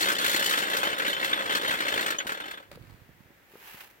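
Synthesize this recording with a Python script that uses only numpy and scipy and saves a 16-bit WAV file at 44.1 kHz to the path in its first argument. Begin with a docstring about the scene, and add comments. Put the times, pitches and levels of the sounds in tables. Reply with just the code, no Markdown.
"""A chain clatters through a hoist, a little to the left, at a wooden footbridge in a forest.
Its links run over the wheel, about sixty a second, each a flurry of tiny steel contacts that rings
the housing; then they slow down and stop. A soft step, bumps on the microphone and a swish of
clothing follow as someone walks past. Faint forest air lies under it all."""
import sys
import numpy as np
from scipy import signal
from scipy.fft import rfft, irfft
from scipy.io import wavfile
from scipy.ndimage import uniform_filter1d

SR = 44100
rng = np.random.default_rng(int(sys.argv[2]) if len(sys.argv) > 2 else 0)


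def write(x):
    x = np.atleast_2d(x).T
    wavfile.write(sys.argv[1], SR, np.round(np.clip(x, -1, 1) * 32767).astype(np.int16))


N = 176400
TIME = np.arange(N) / SR
FFT_SIZE = 2 ** 18
HZ = np.maximum(np.arange(FFT_SIZE // 2 + 1) * SR / FFT_SIZE, 1)


def from_db(db):
    """Decibels to gain."""
    return 10 ** (np.asarray(db) / 20)


def unit_rms(x):
    """Scale to unit power."""
    return x / np.sqrt(np.mean(x ** 2) + 1e-20)


def over_hz(points):
    """Interpolate a table over log frequency."""
    hz, value = np.transpose(points)
    return np.interp(np.log(HZ), np.log(hz), value)


def envelopes(rows):
    """One gain curve per level column, fading outside the table's time span."""
    s, *columns = np.transpose(rows)
    outside_s = np.maximum(np.maximum(TIME - s[-1], s[0] - TIME), 0)
    return [np.exp(-outside_s / 0.033) * from_db(np.interp(TIME, s, db)) for db in columns]


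def pan(db):
    """Stereo gains for a left-minus-right level."""
    return from_db(np.array([[.5], [-.5]]) * db)


def minimum_phase(gain):
    """Causal response with this gain: no pre-ringing."""
    cepstrum = irfft(np.log(gain + 1e-6))
    cepstrum[1:FFT_SIZE // 2] *= 2
    cepstrum[FFT_SIZE // 2 + 1:] = 0
    return np.exp(rfft(cepstrum))


def filtered(x, response):
    """Apply a frequency response."""
    return irfft(rfft(x, FFT_SIZE) * response)[..., :N]


def decay(age_s, t60_s):
    """Exponential decay, floored at -240 dB."""
    return from_db(-60 * np.minimum(age_s / t60_s, 4))


def struck(start_s, hz, t60_s):
    """One struck mode: a damped sine."""
    age_s = np.maximum(TIME - start_s, 0)
    return np.sin(2 * np.pi * hz * age_s) * decay(age_s, t60_s)


# Left-right likeness of noise: (frequency [Hz], correlation [ratio])
COHERENCE = [(60, 0.66), (300, 0.64), (650, 0.5), (1400, 0.01), (3000, 0.17), (7000, 0), (15000, 0)]
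def noise(colour, grain_db=0):
    """Coloured stereo noise, unit-power mid, alike in the bass, optionally grainy."""
    mid, side = rng.standard_normal((2, N))
    grain = from_db(grain_db * unit_rms(uniform_filter1d(rng.standard_normal(N), size=150)))
    coherence = over_hz(COHERENCE)
    gain = from_db(over_hz(colour)) / np.sqrt(1 + (.7 * colour[0][0] / HZ) ** 6)
    mid = filtered(mid * grain, gain * np.sqrt(1 + coherence))
    side = filtered(side * grain, gain * np.sqrt(1 - coherence))
    return np.array([mid + side, mid - side]) / mid.std()


# Air spectrum: (frequency [Hz], relative level [dB])
AIR_COLOUR = [(24, -43), (40, 8), (64, -3.5), (553, -3), (611, -5.5), (728, -6), (983, -7), (1110, -9),
              (1790, -3), (4410, -18.5), (10600, -24), (11400, -20), (15800, -15)]
def forest_air(level_db=-61):
    """A faint, steady wash of air."""
    return from_db(level_db) * noise(AIR_COLOUR)


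# Swish envelope: (time [s], level [dB])
SWISH_LEVEL = [(3.5, -63), (3.545, -59), (3.595, -55.5), (3.62, -53.5), (3.68, -47.5), (3.76, -51),
               (3.822, -47.5), (3.865, -54.5), (3.898, -63), (3.905, -55.5), (3.92, -65), (3.98, -70)]
# Cloth spectrum: (frequency [Hz], relative level [dB])
CLOTH_COLOUR = [(150, -40), (250, -19), (297, -14), (399, -5.5), (627, -11), (746, -3), (1350, -3.5),
                (1710, 0.5), (2890, -2.5), (3680, -9), (9390, -17), (11600, -8.5), (15800, -7.5)]
def clothing_swish(pan_db=-1.5):
    """Clothing brushes past with a grainy hiss."""
    return pan(pan_db) * envelopes(SWISH_LEVEL)[0] * noise(CLOTH_COLOUR, grain_db=2)


# Step envelope: (time [s], level [dB])
STEP_LEVEL = [(2.713, -90), (2.715, -45.5), (2.722, -53.5), (2.74, -52), (2.755, -54), (2.768, -68),
              (2.9, -61.5), (3.1, -77)]
# Leaf litter spectrum: (frequency [Hz], relative level [dB])
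LEAF_COLOUR = [(180, -32), (300, -3), (580, -3), (953, -6.5), (1280, -3.5), (1900, -6), (3300, -11.5),
               (4600, -11), (5570, -21.5), (15500, -22)]
def leaf_step():
    """Leaf litter crunches under a soft step."""
    return envelopes(STEP_LEVEL)[0] * noise(LEAF_COLOUR, grain_db=3.5)


# Microphone thuds: (time [s], level before low-pass [dB], frequency [Hz])
MIC_BUMPS = [(1.69, -42, 85), (2.731, -42, 75), (2.76, -41, 125), (2.811, -40, 125), (2.835, -41.5, 130),
             (2.874, -40.5, 110), (2.899, -44, 80), (2.921, -39.5, 115), (2.94, -40, 125),
             (3.017, -44, 117), (3.092, -42, 127), (3.205, -45, 91), (3.256, -48, 111)]
# Grip rumble envelope: (time [s], level [dB])
GRIP_LEVEL = [(2.68, -63), (2.76, -57), (2.93, -60.5), (3.0, -65.5), (3.3, -70), (3.42, -74)]
# Rumble and scuff spectrum: (frequency [Hz], relative level [dB])
HANDLING_COLOUR = [(50, -2), (110, 1), (200, -9.5), (350, -10.5), (700, -40), (2000, -58)]
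def microphone_bumps(t60_s=0.03, lowpass_hz=220, scuff_db=-9.5, pan_db=-9.5):
    """Moving the microphone makes scuffing thuds and a low rumble, mostly on the right."""
    thuds = sum(from_db(db) * struck(s, hz, t60_s) for s, db, hz in MIC_BUMPS)
    thuds = signal.sosfilt(signal.butter(2, lowpass_hz, fs=SR, output="sos"), thuds)
    scuffs = sum(from_db(db + scuff_db) * (TIME >= s) * decay(abs(TIME - s), t60_s)
                 for s, db, _ in MIC_BUMPS)
    rubbing = (envelopes(GRIP_LEVEL)[0] + scuffs) * noise(HANDLING_COLOUR)
    return pan(pan_db) * (thuds + rubbing)


# Timber, step and handling knocks: (time [s], level [dB], frequency [Hz], t60 [s], pan [dB])
SOFT_KNOCKS = [(0.346, -29, 344, 0.047, 3), (2.259, -24.5, 290, 0.01, 3), (2.715, -41.5, 560, 0.053, -2),
               (2.774, -39.5, 483, 0.038, 4), (3.305, -45, 305, 0.013, -9), (3.537, -45, 408, 0.042, 1),
               (3.555, -35.5, 470, 0.013, 2), (3.745, -35.5, 170, 0.0092, 2)]
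def knocks(crack_db=-15, crack_lowpass_hz=1080, crack_decay_s=0.0061):
    """Each knock is one damped low mode with a dull crack."""
    lowpass = signal.butter(2, crack_lowpass_hz, fs=SR, output="sos")
    out = 0
    for s, db, hz, t60_s, pan_db in SOFT_KNOCKS:
        crack = unit_rms(signal.sosfilt(lowpass, rng.standard_normal(N)))
        crack *= (TIME >= s) * np.exp(-abs(TIME - s) / crack_decay_s)
        out += pan(pan_db) * from_db(db) * (struck(s, hz, t60_s) + from_db(crack_db) * crack)
    return out


def echoes(t60_s):
    """Unit-energy stereo response of dense reflections, starting after 1 ms."""
    tail = rng.standard_normal((2, SR)) * decay(TIME[:SR], t60_s)
    tail[:, :SR // 1000] = 0
    return rfft(tail / np.sqrt(np.sum(tail ** 2, axis=1, keepdims=True)), FFT_SIZE)


# Scatter off nearby wood and ground: (frequency [Hz], level re direct [dB])
NEAR_SCATTER = [(100, -19), (350, -16), (750, -8), (1600, -10), (2400, 0), (3100, -5), (4200, 2), (8000, 1),
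                (15000, 2)]
# Stereo balance of the hoist: (frequency [Hz], left minus right [dB])
HOIST_BALANCE = [(100, 2), (250, 1), (600, 0.5), (1900, 0), (2450, 9), (3100, 1), (3800, -1.5), (4400, 3),
                 (5100, 2.5), (8000, 3), (9200, 7), (13000, 1.5), (16000, 3)]
def forest_paths(spots, direct_only, right_lag_s=0.0003758, tail_db=-17.5):
    """Sound reaches the right side later; each chain spot adds scatter and a thin tail off the trees."""
    scatter = from_db(over_hz(NEAR_SCATTER))
    direct = np.exp(-2j * np.pi * HZ * np.array([[0], [right_lag_s]]))
    out = rfft(direct_only, FFT_SIZE) * direct
    for spot in rfft(spots, FFT_SIZE):
        near = (direct + scatter * echoes(t60_s=0.057)) / np.sqrt(1 + scatter ** 2)
        out += spot * (near + from_db(tail_db) * echoes(t60_s=0.31))
    return irfft(out * pan(over_hz(HOIST_BALANCE)))[:, :N]


# Loose-link rings: (time [s], centre frequency [Hz], level [dB])
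LINK_PINGS = [(0.027, 4400, -15.5), (0.13, 9040, -27), (0.153, 3110, -23), (0.185, 4420, -20),
              (0.195, 6500, -34), (0.316, 4330, -22), (0.461, 3060, -17), (0.477, 3060, -18),
              (0.77, 5200, -30.5), (0.79, 9000, -25.5), (1.331, 3570, -13), (1.535, 8915, -39),
              (1.554, 4400, -22), (1.939, 3130, -21), (2.184, 6500, -18), (2.063, 8300, -27),
              (2.402, 9300, -44), (0.345, 4350, -16), (0.365, 3080, -21), (0.427, 2990, -20),
              (1.129, 3116, -23), (2.187, 3050, -21.5), (2.186, 3410, -26)]
def pings(t60_s=.07, split_hz=80, rise_s=.002):
    """Loose links ring briefly with a close pair of modes."""
    out = 0
    for s, hz, db in LINK_PINGS:
        lower = struck(s, hz - split_hz / 2, t60_s)
        upper = struck(s + rng.uniform(0, 0.0033), hz + split_hz / 2, t60_s / 2)
        out += from_db(db) * .5 * (lower + upper) * np.clip((TIME - s) / rise_s, 0, 1)
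    return out


SPOT_COUNT = 6  # sounding places along the chain
def active_spots(swing_db=6, dwell_s=.016):
    """Mask giving each contact to one spot; the favoured spot changes about once a link."""
    knots = rng.standard_normal((SPOT_COUNT, 1000))
    favour = np.array([np.interp(TIME / dwell_s, np.arange(len(row)), row) for row in knots])
    log_odds = np.log(from_db(swing_db * favour) ** 2)
    chosen = np.argmax(log_odds + rng.gumbel(size=(SPOT_COUNT, N)), axis=0)  # weighted draw
    return chosen == np.arange(SPOT_COUNT)[:, None]


def spot_colours(spread_db=4.5, step_octaves=.13, from_hz=400):
    """Each spot favours other frequencies; their mean power stays flat."""
    steps = np.log2(np.maximum(HZ / from_hz, 1)) / step_octaves
    knots = rng.standard_normal((SPOT_COUNT, 60))
    ripple = np.array([np.interp(steps, np.arange(len(row) + 1), np.append(0, row)) for row in knots])
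    tints = from_db(spread_db * ripple)
    tints /= np.sqrt(np.mean(tints ** 2, axis=0))
    return np.array([minimum_phase(tint) for tint in tints])


# Modes of a steel link: (frequency [Hz], relative level [dB])
LINK_MODES = [(1880, -6), (3070, 0), (3400, -3), (3580, -3), (4360, -11), (5300, -15), (6450, -17),
              (8100, -17), (12500, -16)]
def clinks(link_s, envelope, level_db=-6, spread_db=12, detune_ratio=.028, t60_s=.07):
    """Every passing link rings the same modes, randomly detuned and weighted; one row per spot."""
    out = np.zeros((SPOT_COUNT, N + SR))
    age_s = TIME[:SR // 10]
    hz, db = np.transpose(LINK_MODES)
    draws = rng.uniform(-1, 1, (400, 2, len(hz)))
    for k, (s, (tuning, strength)) in enumerate(zip(link_s, draws)):
        start = max(int(s * SR), 0)
        modes = np.sin(2 * np.pi * np.outer(hz * (1 + detune_ratio * tuning), age_s))
        ring = from_db(db + spread_db * strength) @ modes * decay(age_s, t60_s)
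        out[k % SPOT_COUNT, start:start + len(ring)] += envelope[start] * from_db(level_db) * ring
    return out[:, :N]


# Broad hoist spectrum: (frequency [Hz], relative level [dB])
HOIST_COLOUR = [(50, -22.5), (150, -16.5), (200, -12), (310, -9.5), (400, -6), (560, -2), (760, -8),
                (1050, -3.5), (1250, -2.5), (1600, -0.5), (2000, -4.5), (2400, -10.5), (3100, -9),
                (3550, -7), (3950, -9), (4350, -9.5), (4900, -17.5), (7000, -16.5), (8100, -17),
                (9300, -25.5), (11500, -16.5), (15800, -22)]
# Housing resonances: (frequency [Hz], prominence [dB], t60 [s])
HOUSING_MODES = [(200, 0, .13), (305, 3, .08), (545, -3, .07), (843, 0, .11), (1030, -3, .09),
                 (1480, -5, .08), (1616, 1, .07), (1996, -3, .08), (2481, -2, .09), (2865, -3, .09),
                 (3050, -1, .08), (3370, -4, .08), (3581, -1, .06), (4295, -1, .06), (5165, 0, .05),
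                 (6350, 1, .08)]
def housing_gain():
    """The steel housing's resonances stand out of the hoist's broad spectrum."""
    peaks = sum(2 * from_db(db) ** 2 / (1 + ((HZ - hz) * 2 * np.pi * t60_s / np.log(1000)) ** 2)
                for hz, db, t60_s in HOUSING_MODES)
    return from_db(over_hz(HOIST_COLOUR)) * np.sqrt(1 + peaks)


def flurries(times_s, db, rise_s=.002, fall_s=.008):
    """Power envelope of short flurries of contacts, one per link."""
    hits = np.zeros(N)
    np.add.at(hits, np.clip(times_s * SR, 0, N - 1).astype(int), from_db(db) ** 2)
    age_s = TIME[:SR // 10]
    shape = ((1 - np.exp(-age_s / rise_s)) * np.exp(-age_s / fall_s)) ** 2
    return np.maximum(signal.fftconvolve(hits, shape / shape.max())[:N], 0)


# Chain speed: (time [s], rate [links/s])
CHAIN_SPEED = [(0, 57.2), (1.85, 60.8), (2.25, 44), (2.7, 32.5)]
def running_links(clack_s, jitter_s=.001, spread_db=1.5, grind_share=.22):
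    """Links pass evenly between the clacks, over steady grinding; returns their times and power."""
    marks_s = np.append(clack_s, CHAIN_SPEED[-1][0])
    links_per_s = np.interp(clack_s, *np.transpose(CHAIN_SPEED))
    counts = np.maximum(np.round(np.diff(marks_s) * links_per_s), 1).astype(int)
    link_s = np.concatenate([np.linspace(start, end, count, endpoint=False)
                             for start, end, count in zip(marks_s, marks_s[1:], counts)])
    jitter, strength = rng.standard_normal((400, 2))[:len(link_s)].T
    power = flurries(link_s + jitter_s * jitter * ~np.isin(link_s, clack_s), spread_db * strength)
    power /= power[TIME < marks_s[-1]].mean()
    return link_s, grind_share + (1 - grind_share) * power


# Running chain, before trim: (time [s], bass [dB], middle [dB], treble [dB])
RUN_LEVELS = [(0, -35, -28, -25.5), (0.11, -38, -31.5, -44.5), (0.17, -38.5, -33.5, -41),
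              (0.27, -37.5, -30, -36.5), (0.42, -37.5, -31, -43), (0.57, -38, -30.0, -32.5),
              (0.66, -39, -32.5, -42), (0.8, -38.5, -34.5, -39.5), (0.86, -34, -29.5, -38.5),
              (0.96, -40.5, -36.5, -47.5), (1.07, -38.5, -32.5, -45), (1.16, -38.5, -35.5, -48),
              (1.26, -39.5, -34, -39.5), (1.37, -37.5, -33, -48), (1.44, -37, -37, -44),
              (1.56, -36.5, -29.5, -42), (1.61, -40.0, -37.0, -49), (1.69, -36.5, -29.0, -41),
              (1.77, -39.0, -35.5, -43), (1.86, -37.5, -31.5, -42), (2.02, -35.5, -32.5, -42),
              (2.12, -39.5, -37, -47), (2.17, -48, -51.5, -56), (2.25, -45, -49.5, -56),
              (2.31, -43.0, -39, -48), (2.43, -44, -43, -56), (2.52, -44.5, -39, -50),
              (2.56, -49, -47, -62.0), (2.62, -54.5, -57.5, -69), (2.7, -68, -75, -80)]
# Hard-hitting links, before trim: (time [s], bass and middle [dB], treble [dB])
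HARD_CLACKS = [(0.007, -41, -34), (0.023, -40, -43), (0.056, -28, -40), (0.084, -25.5, -28),
               (0.097, -27, -30), (0.116, -33, -28.5), (0.149, -42, -36), (0.183, -45, -33),
               (0.213, -29, -31.5), (0.242, -22, -28.5), (0.259, -24, -25.5), (0.277, -40, -30),
               (0.294, -36, -29), (0.311, -30.5, -29.0), (0.329, -29, -27.5), (0.342, -31, -29),
               (0.36, -26, -24.5), (0.393, -26, -27.5), (0.422, -28.5, -28.5), (0.439, -32.5, -26.5),
               (0.458, -35, -24.5), (0.474, -40, -34), (0.493, -29, -28), (0.508, -26, -31.5),
               (0.524, -27, -27.5), (0.535, -23.5, -46.5), (0.572, -23.5, -46.0), (0.585, -30, -30.5),
               (0.619, -31, -34), (0.634, -32, -40), (0.698, -31, -35), (0.731, -25.5, -34.5),
               (0.745, -25, -36.5), (0.766, -28.5, -28.5), (0.83, -23, -35), (0.869, -26, -44),
               (0.929, -28, -43.5), (0.981, -30, -35), (0.996, -24.5, -38.5), (1.018, -26.5, -40),
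               (1.047, -28.5, -40), (1.063, -25.5, -36.0), (1.078, -29, -34.5), (1.096, -29, -35.5),
               (1.113, -37.0, -41), (1.129, -34, -35.5), (1.165, -33, -47.0), (1.196, -30, -42),
               (1.226, -25.5, -40.5), (1.243, -24.0, -30), (1.258, -34, -42), (1.277, -31, -42),
               (1.328, -25, -44.5), (1.389, -26, -45), (1.404, -30, -45), (1.457, -30.5, -54.5),
               (1.494, -25, -43), (1.506, -29, -43), (1.52, -33, -38), (1.549, -22, -29),
               (1.566, -27.5, -30), (1.613, -29, -38.5), (1.631, -31, -44), (1.676, -39, -36.0),
               (1.707, -23, -33.5), (1.722, -28.0, -40), (1.737, -39, -41), (1.803, -26, -36.5),
               (1.819, -24.5, -45), (1.881, -26, -31), (1.938, -29.5, -33.5), (1.975, -26.5, -39.5),
               (1.992, -27.0, -45.5), (2.008, -33, -32.5), (2.026, -29, -38.0), (2.06, -27, -34),
               (2.08, -26.5, -35.0), (2.103, -27, -32), (2.12, -27.5, -41), (2.144, -33.5, -57.0),
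               (2.184, -33.5, -42), (2.201, -26.5, -54), (2.267, -29.5, -35.5), (2.292, -26.5, -38),
               (2.318, -32, -39), (2.343, -37, -50), (2.372, -39, -52), (2.4, -33.5, -47),
               (2.438, -38, -54.0), (2.455, -37, -48), (2.479, -42, -56), (2.508, -37, -42.5),
               (2.537, -45, -54), (2.573, -42, -56), (2.625, -50, -61)]
RUN_TRIM_DB, CLACK_TRIM_DB = (0, -0.5, -1), (-11.5, -0.5, 0)  # bass, middle, treble
def chain(contacts_per_s=4000, spread_db=2.5, bass_edge_hz=1172, treble_edge_hz=3680):
    """Each link is a flurry of tiny steel contacts that shakes the hoist; one row per spot."""
    clack_s, middle_db, treble_db = np.transpose(HARD_CLACKS)
    impulses = (rng.random(N) < contacts_per_s / SR) * rng.choice([-1, 1], N)
    strength = from_db(spread_db * np.clip(rng.standard_normal(N), -2, 2))
    contacts = unit_rms(impulses * strength) * active_spots()
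    link_s, link_power = running_links(clack_s)
    gain = housing_gain()
    housing = minimum_phase(gain)
    bass = 1 / (1 + (HZ / bass_edge_hz) ** 8)
    treble = 1 / (1 + (treble_edge_hz / HZ) ** 8)
    run = envelopes(RUN_LEVELS)
    clack_db = middle_db, middle_db, treble_db
    spectrum = 0
    for k, band in enumerate((bass, 1 - bass - treble, treble)):
        run_power = link_power * (run[k] * from_db(RUN_TRIM_DB[k])) ** 2
        clack_power = flurries(clack_s, clack_db[k] + CLACK_TRIM_DB[k])
        force = contacts * np.sqrt(run_power + clack_power)
        spectrum += rfft(force, FFT_SIZE) * housing * band / np.sqrt(np.mean((gain * band) ** 2))
    return irfft(spectrum * spot_colours())[:, :N] + clinks(link_s, envelope=run[1])


def scene():
    """The hoist in the forest, the small near sounds and the air."""
    hoist = forest_paths(chain(), pings())
    return hoist + knocks() + microphone_bumps() + leaf_step() + clothing_swish() + forest_air()


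def record(dry, low_cut_hz=48, high_cut_hz=15900):
    """Thin the deepest bass and cut the top steeply."""
    thinned = signal.sosfilt(signal.butter(2, low_cut_hz, "high", fs=SR, output="sos"), dry)
    return filtered(thinned, 1 / np.sqrt(1 + (HZ / high_cut_hz) ** 300))


dry = scene()
out = record(dry)
write(out)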